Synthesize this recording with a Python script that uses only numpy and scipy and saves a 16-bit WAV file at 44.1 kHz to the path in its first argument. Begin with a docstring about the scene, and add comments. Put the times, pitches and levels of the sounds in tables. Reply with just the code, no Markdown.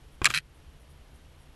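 """A small camera stands on sand in quiet outdoor hiss and low rumble, its electronics faintly whining.
At about 0.22 s a meerkat paws it: the pad lands with a soft bump and rubs along, wobbling the mount.
Claws then clack and skim on the plastic shell, and the camera's gain control ducks under the clatter.
Near 0.34 s one claw drags into a short, snagging scrape that rings the hollow shell.
After that only the hiss, the rumble and the thin whine remain, with a few specks of electronic fizz."""
import sys
import numpy as np
from scipy import signal
from scipy.fft import rfft, irfft
from scipy.io import wavfile
from scipy.ndimage import uniform_filter1d

SR = 44100
rng = np.random.default_rng(int(sys.argv[2]) if len(sys.argv) > 2 else 0)


def generate_wav(signal):
    """Clip the signal to [-1, 1] and save it as 16-bit WAV at the path in sys.argv[1]."""
    frames = np.transpose(np.atleast_2d(signal))
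    scaled = np.clip(frames, -1, 1) * 32767
    pcm = np.round(scaled).astype(np.int16)
    wavfile.write(sys.argv[1], SR, pcm)


N = 68355
T = np.arange(N) / SR

# Claw hits. Each row: start in seconds, relative level in dB, tilt in dB per octave,
# damping by the claw in dB per second.
CLAW_HITS = [(0.2446, -3, 3.5, 2999.5), (0.2454, -7, -2, 3000), (.2552, 3.5, 0.5, 1498.5),
             (0.2557, 3.5, 0, 499.5), (0.2562, 2, -0.5, 500), (0.2594, -13, -7, 500.5),
             (.2610, -2.5, 3.5, 499), (0.262, -0.5, -2.5, 500), (0.2634, -3, -0.5, 500),
             (0.2669, -4.5, -1.5, 500), (0.2687, -5, -0.5, 501), (.2725, -6, -8.5, 1001),
             (.2755, -22, 0.5, 1500), (0.3023, -14.5, 3, 2500.5), (0.3036, -8.5, -5.5, 2002.5),
             (0.3076, -24, 6.5, 2499), (0.3113, -18, -2.5, 2500), (.3466, -19, 4.5, 3000),
             (0.3743, -19.5, 0.5, 2500)]
# Ring of the plastic shell. 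Each row: pitch in Hz, relative level in dB, 60 dB decay time in seconds.
SHELL_MODES = [(1124.4, -7.5, 0.032), (1300, -6, .022), (1638, -7.5, 0.025), (2018, -13, .026),
               (2130, -7, 0.0089), (2440, -3, 0.02), (2770, -8, 0.019), (3263, -5, 0.014),
               (4110, -10.5, 0.014), (4800, -8, 0.011), (6600, -9.5, .011), (7185, -2, .01),
               (7710, 2.5, 0.0056), (9820, -3, .004)]
# Tone of a hit on the shell. Each row: frequency in Hz, relative gain in dB.
HIT_EQ = [(100, -18), (500, -14), (800, -5), (1150, 1), (2500, 7), (3800, 3.5), (6000, 0.5), (7500, -4),
          (8700, -7), (10000, -4.5), (12500, -17)]
# Claw tips brushing the shell. Each row: time in seconds, relative level in dB.
SKIM_LEVELS = [(.228, -60), (.243, -43.5), (.251, -53), (.266, -40.5), (.281, -49.5), (.289, -39.5),
               (.297, -44.5), (.3025, -26), (.308, -42), (.313, -27.5), (.319, -39.5), (.337, -44.5),
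               (.345, -57)]
# Tone of that brushing. Each row: frequency in Hz, relative gain in dB.
SKIM_EQ = [(300, -15.5), (600, -5), (850, -10.5), (1200, 2), (1900, 2), (2300, -6), (2800, 4.5), (3600, 1),
           (6000, -8.5), (8200, -8), (9800, -14.5), (12000, -10.5)]
# Pressure of the dragging claw. Each row: time in seconds, relative level in dB.
DRAG_LEVELS = [(.3375, -48), (.3398, -27.5), (.363, -26), (.378, -29), (.388, -29), (.3905, -43.5),
               (.403, -54), (.416, -76)]
# The claw catches and lets go. Each row: time in seconds, strength in dB over the friction.
CLAW_SNAGS = [(0.339, 27), (0.3474, 26), (.3756, 29), (.3860, 20.5)]
# Hollow resonances under the scrape. Each row: centre in Hz, width in Hz, relative gain in dB.
HOLLOW_MODES = [(1590, 156, 5), (1890, 180, 5), (2330, 200, 4.5), (2550, 110, 8.5), (3080, 120, 0.5),
                (3870, 160, 2.5), (4077, 89, 1.5), (10200, 700, -8)]
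# Scrape hiss between those resonances. Each row: frequency in Hz, relative gain in dB.
SCRAPE_EQ = [(200, -31), (850, -35), (1300, -19), (2500, -8), (3500, -19), (4700, -20), (7000, -24),
             (7800, -12), (10300, -17), (11100, -45), (12400, -27)]
# Soft pushes of the pad. Each row: centre in seconds, relative level in dB, half-width in seconds.
PAD_PUSHES = [(0.2183, -24.5, 0.00089), (0.2211, -22.5, .0009), (0.2351, -30.5, 0.0023),
              (0.2423, -31.5, 0.0024), (0.2817, -31, 0.00077), (0.3011, -34.5, 0.0017),
              (0.326, -41, 0.0014), (0.3738, -37, 0.0022), (.3800, -52, 0.001)]
# Dull knocks of the paw. Each row: start in seconds, relative level in dB.
PAW_KNOCKS = [(0.2169, -19), (0.2194, -20), (0.3025, -28), (0.3113, -38)]
# Low ring of the camera body. Each row: pitch in Hz, relative level in dB, 60 dB decay time in seconds.
BODY_MODES = [(347, -5, .02), (520, -7.5, .011), (1040, -0.5, .013)]
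# Muffled tone of the pad's rub. Each row: frequency in Hz, relative gain in dB.
RUB_EQ = [(100, -11.5), (220, -6), (400, -3.5), (600, -2), (800, -6.5), (1200, -5), (2000, -11),
          (6000, -30)]
# Tone of the outdoor hiss. Each row: frequency in Hz, relative gain in dB.
AIR_EQ = [(20, -86), (180, -90), (330, -90.5), (700, -95), (1300, -99), (2400, -101.5), (3100, -100),
          (4500, -107), (7500, -112.5), (10500, -112), (12400, -116)]
# Tone of the low rumble. Each row: frequency in Hz, relative gain in dB.
RUMBLE_EQ = [(8, -84.5), (20, -71), (35, -73.5), (58, -69.5), (80, -71.5), (103, -87), (145, -75),
             (185, -98), (400, -120)]
# Specks of electronic fizz. Each row: start in seconds, level in dB.
FIZZ_BURSTS = [(.120, -67.5), (.543, -68.5), (.799, -67.5), (.892, -66), (1.140, -66.5), (1.399, -67.5)]
# Thin, peaky tone of the fizz. Each row: frequency in Hz, relative gain in dB.
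FIZZ_EQ = [(5000, -19), (8100, -18), (8700, 0), (9250, -16), (9800, -0.5), (10200, 3.5), (10800, -17),
           (12400, -7)]


def claws(level_db=11):
    """Claws clack on the shell and chatter; a claw that stays down chokes the ring."""
    out = np.zeros(N)
    for start, db, tilt_db, damping_db_per_s in CLAW_HITS:
        hit = colour(shell_hit(), HIT_EQ, tilt_db)
        hit = hit * amp(-damping_db_per_s * T[:len(hit)])
        add(out, start, amp(db + level_db) * hit / np.linalg.norm(hit))
    return out


def shell_hit(crack_db=2, crack_t60_s=0.0085, rattle_db=-29, rattle_t60_s=0.054):
    """Struck plastic: a sharp crack, short modes of alternating sign and a faint rattle, at energy 1."""
    t = T[:4096]
    ring = sum((-1) ** k * decay(t, db, t60) * np.sin(2 * np.pi * hz * t)
               for k, (hz, db, t60) in enumerate(SHELL_MODES))
    noise_fade = decay(t, crack_db, crack_t60_s) + decay(t, rattle_db, rattle_t60_s)
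    hit = ring + noise_fade * rng.standard_normal(len(t))
    return hit / np.linalg.norm(hit)


def scrape(level_db=4, low_cut_hz=1300, high_cut_hz=8000):
    """A claw drags hard over the plastic and snags, ringing the hollow shell."""
    drag = friction()
    for start, db in CLAW_SNAGS:
        add(drag, start, amp([db]))  # a one-sample click
    ring = sum(amp(db) * resonate(drag, hz, width) for hz, width, db in HOLLOW_MODES)
    ring = signal.sosfilt(signal.butter(4, low_cut_hz, "high", fs=SR, output="sos"), ring)
    ring = signal.sosfilt(signal.butter(1, high_cut_hz, fs=SR, output="sos"), ring)
    hiss = colour(friction(), SCRAPE_EQ)
    return amp(level_db) * envelope(DRAG_LEVELS) * unit(ring + hiss)


def skim(level_db=2):
    """Claw tips brush lightly over the plastic between hits."""
    return amp(level_db) * envelope(SKIM_LEVELS) * unit(colour(friction(), SKIM_EQ))


def friction(slips_per_s=2500, spread_db=4, grit_gain=0.33):
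    """Claw on plastic: a dense crackle of tiny slips in fine grit, at rms 1."""
    slipping = rng.random(N) < slips_per_s / SR
    slips = slipping * amp(spread_db * rng.standard_normal(N)) * rng.choice([-1, 1], N)
    return unit(unit(slips) + grit_gain * rng.standard_normal(N))


def paw(push_db=2, rebound_s=0.0035, rebound_gain=0.28, shell_db=7.5):
    """The soft pad shoves the camera, which springs back; knocks ring the body and, faintly, the shell."""
    out = np.zeros(N)
    for centre, db, width in PAD_PUSHES:
        push = np.exp(-((T - centre) / width) ** 2)
        rebound = np.exp(-((T - centre - rebound_s) / (2 * width)) ** 2)
        out += amp(db + push_db) * (rebound_gain * rebound - push)
    body = sum(decay(T, db, t60) * np.sin(2 * np.pi * hz * T) for hz, db, t60 in BODY_MODES)
    for start, db in PAW_KNOCKS:
        dull_hit = colour(shell_hit(), HIT_EQ, tilt_db=-5)
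        add(out, start, -amp(db) * body)
        add(out, start, amp(db + shell_db) * dull_hit / np.linalg.norm(dull_hit))
    return out


def wobble(level_db=-40.5, mount_hz=134, width_hz=38, start_s=0.22, end_s=0.409, fade_s=0.035):
    """The sliding paw shakes the mount at its low resonance."""
    fade = np.clip(np.minimum(T - start_s, end_s - T) / fade_s, 0, 1)
    shake = resonate(rng.standard_normal(N), mount_hz, width_hz)
    shake = resonate(shake, mount_hz, width_hz)  # a second pass tightens the hum
    return amp(level_db) * fade * unit(shake)


def rub(level_db=-44, fade_db_per_s=59.5, end_s=0.385):
    """From the first touch the pad slides dully over the shell, fading."""
    since_touch = T - PAW_KNOCKS[0][0]
    touching = (since_touch > 0) * (T < end_s)
    return touching * amp(level_db - fade_db_per_s * since_touch) * noise(RUB_EQ)


def outdoors(air_db=-59.5, air_swell_db=-0.06, rumble_db=-53.5, rumble_swell_db=2):
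    """The outdoor bed: smooth distant hiss over a lumpy low rumble."""
    air = noise(AIR_EQ) * amp(air_db + air_swell_db * drift(rate_hz=4.6))
    rumble = noise(RUMBLE_EQ) * amp(rumble_db + rumble_swell_db * drift(rate_hz=12))
    return air + rumble


def electronics(whine_hz=11300, jitter_hz=35, whine_db=-75, octave_db=-78.5, pulse_hz=29, fizz_s=0.038):
    """The camera's circuits give off a thin pulsing whine, its lower octave and short bursts of fizz."""
    pulse = np.clip(0.2 + 1.2 * np.cos(2 * np.pi * pulse_hz * (T - 0.047)), 0, 1)
    phase = 2 * np.pi * np.cumsum(whine_hz + jitter_hz * drift(rate_hz=240)) / SR
    whine = pulse * (amp(whine_db) * np.sin(phase) + amp(octave_db) * np.sin(phase / 2))
    bursts = sum(amp(db) * ((T > start) & (T < start + fizz_s)) for start, db in FIZZ_BURSTS)
    fizz = uniform_filter1d(bursts, size=200) * noise(FIZZ_EQ)
    return whine + fizz


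def amp(db):
    """Decibels to gain."""
    return 10 ** (np.asarray(db) / 20)


def unit(x):
    """Scales to rms 1."""
    return x / np.sqrt(np.mean(x ** 2) + 1e-20)


def add(mix, start_s, sound):
    """Drops a sound into the mix at its start time."""
    part = mix[round(start_s * SR):][:len(sound)]
    part += sound[:len(part)]


def decay(t, db, t60):
    """A tail that starts at db and falls 60 dB every t60 seconds."""
    return amp(db - 60 * t / t60)


def envelope(points):
    """A fader ride through (seconds, dB) points, silent outside them."""
    return amp(np.interp(T, *np.transpose(points), left=-np.inf, right=-np.inf))


def resonate(x, hz, width_hz):
    """A two-pole resonance with a peak gain of 1."""
    return signal.lfilter(*signal.iirpeak(hz, hz / width_hz, fs=SR), x)


def colour(x, eq, tilt_db=0, size=8192):
    """EQ through (Hz, dB) points; above 800 Hz it tilts by tilt_db per octave, pivoting at 3 kHz."""
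    hz = np.fft.rfftfreq(size, 1 / SR) + 1
    eq_hz, eq_db = np.transpose(eq)
    octaves = np.log2(np.maximum(hz, 800) / 3000)
    gain_db = np.interp(np.log(hz), np.log(eq_hz), eq_db) + tilt_db * octaves
    cepstrum = irfft(np.log(amp(gain_db)))
    # Fold to minimum phase, so nothing rings ahead of an attack.
    cepstrum[1:size // 2] *= 2
    cepstrum[size // 2 + 1:] = 0
    impulse = irfft(np.exp(rfft(cepstrum)))[:size // 2]
    return signal.fftconvolve(x, impulse)[:len(x)]


def noise(eq):
    """Steady noise through an EQ curve, at rms 1."""
    return unit(colour(rng.standard_normal(N), eq))


def drift(rate_hz):
    """Random motion of rms 1, mostly in the octaves below the given rate."""
    ratio = np.fft.rfftfreq(N, 1 / SR) / rate_hz
    spectrum = rfft(rng.standard_normal(N)) * np.sqrt(ratio) / (1 + ratio ** 4)
    return unit(irfft(spectrum, N))


def scene():
    """The mono mix at the camera's microphone."""
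    return (claws() + skim() + scrape() + paw() + rub() + wobble() + outdoors() + electronics())[None]


def record(dry, knee_db=-33, duck_slope=0.24, recover_db_per_s=82, ceiling=0.88, high_cut_hz=12600):
    """Gain control ducks under the clatter and recovers; peaks clip; the top end is cut off."""
    power = uniform_filter1d(dry[0] ** 2, size=200)
    power_db = 10 * np.log10(abs(power) + 1e-12)
    fall_db = T * recover_db_per_s
    held_db = np.maximum.accumulate(power_db + fall_db) - fall_db  # jumps to each peak, then sinks
    over_db = np.maximum(held_db - knee_db, 0)
    duck_db = duck_slope * uniform_filter1d(over_db, size=100)
    clipped = np.clip(dry / amp(duck_db), -ceiling, ceiling)
    high_cut = signal.firwin(255, high_cut_hz, window=("kaiser", 9), fs=SR)
    return signal.oaconvolve(clipped, high_cut[None], "same")


dry = scene()
out = record(dry)
generate_wav(out)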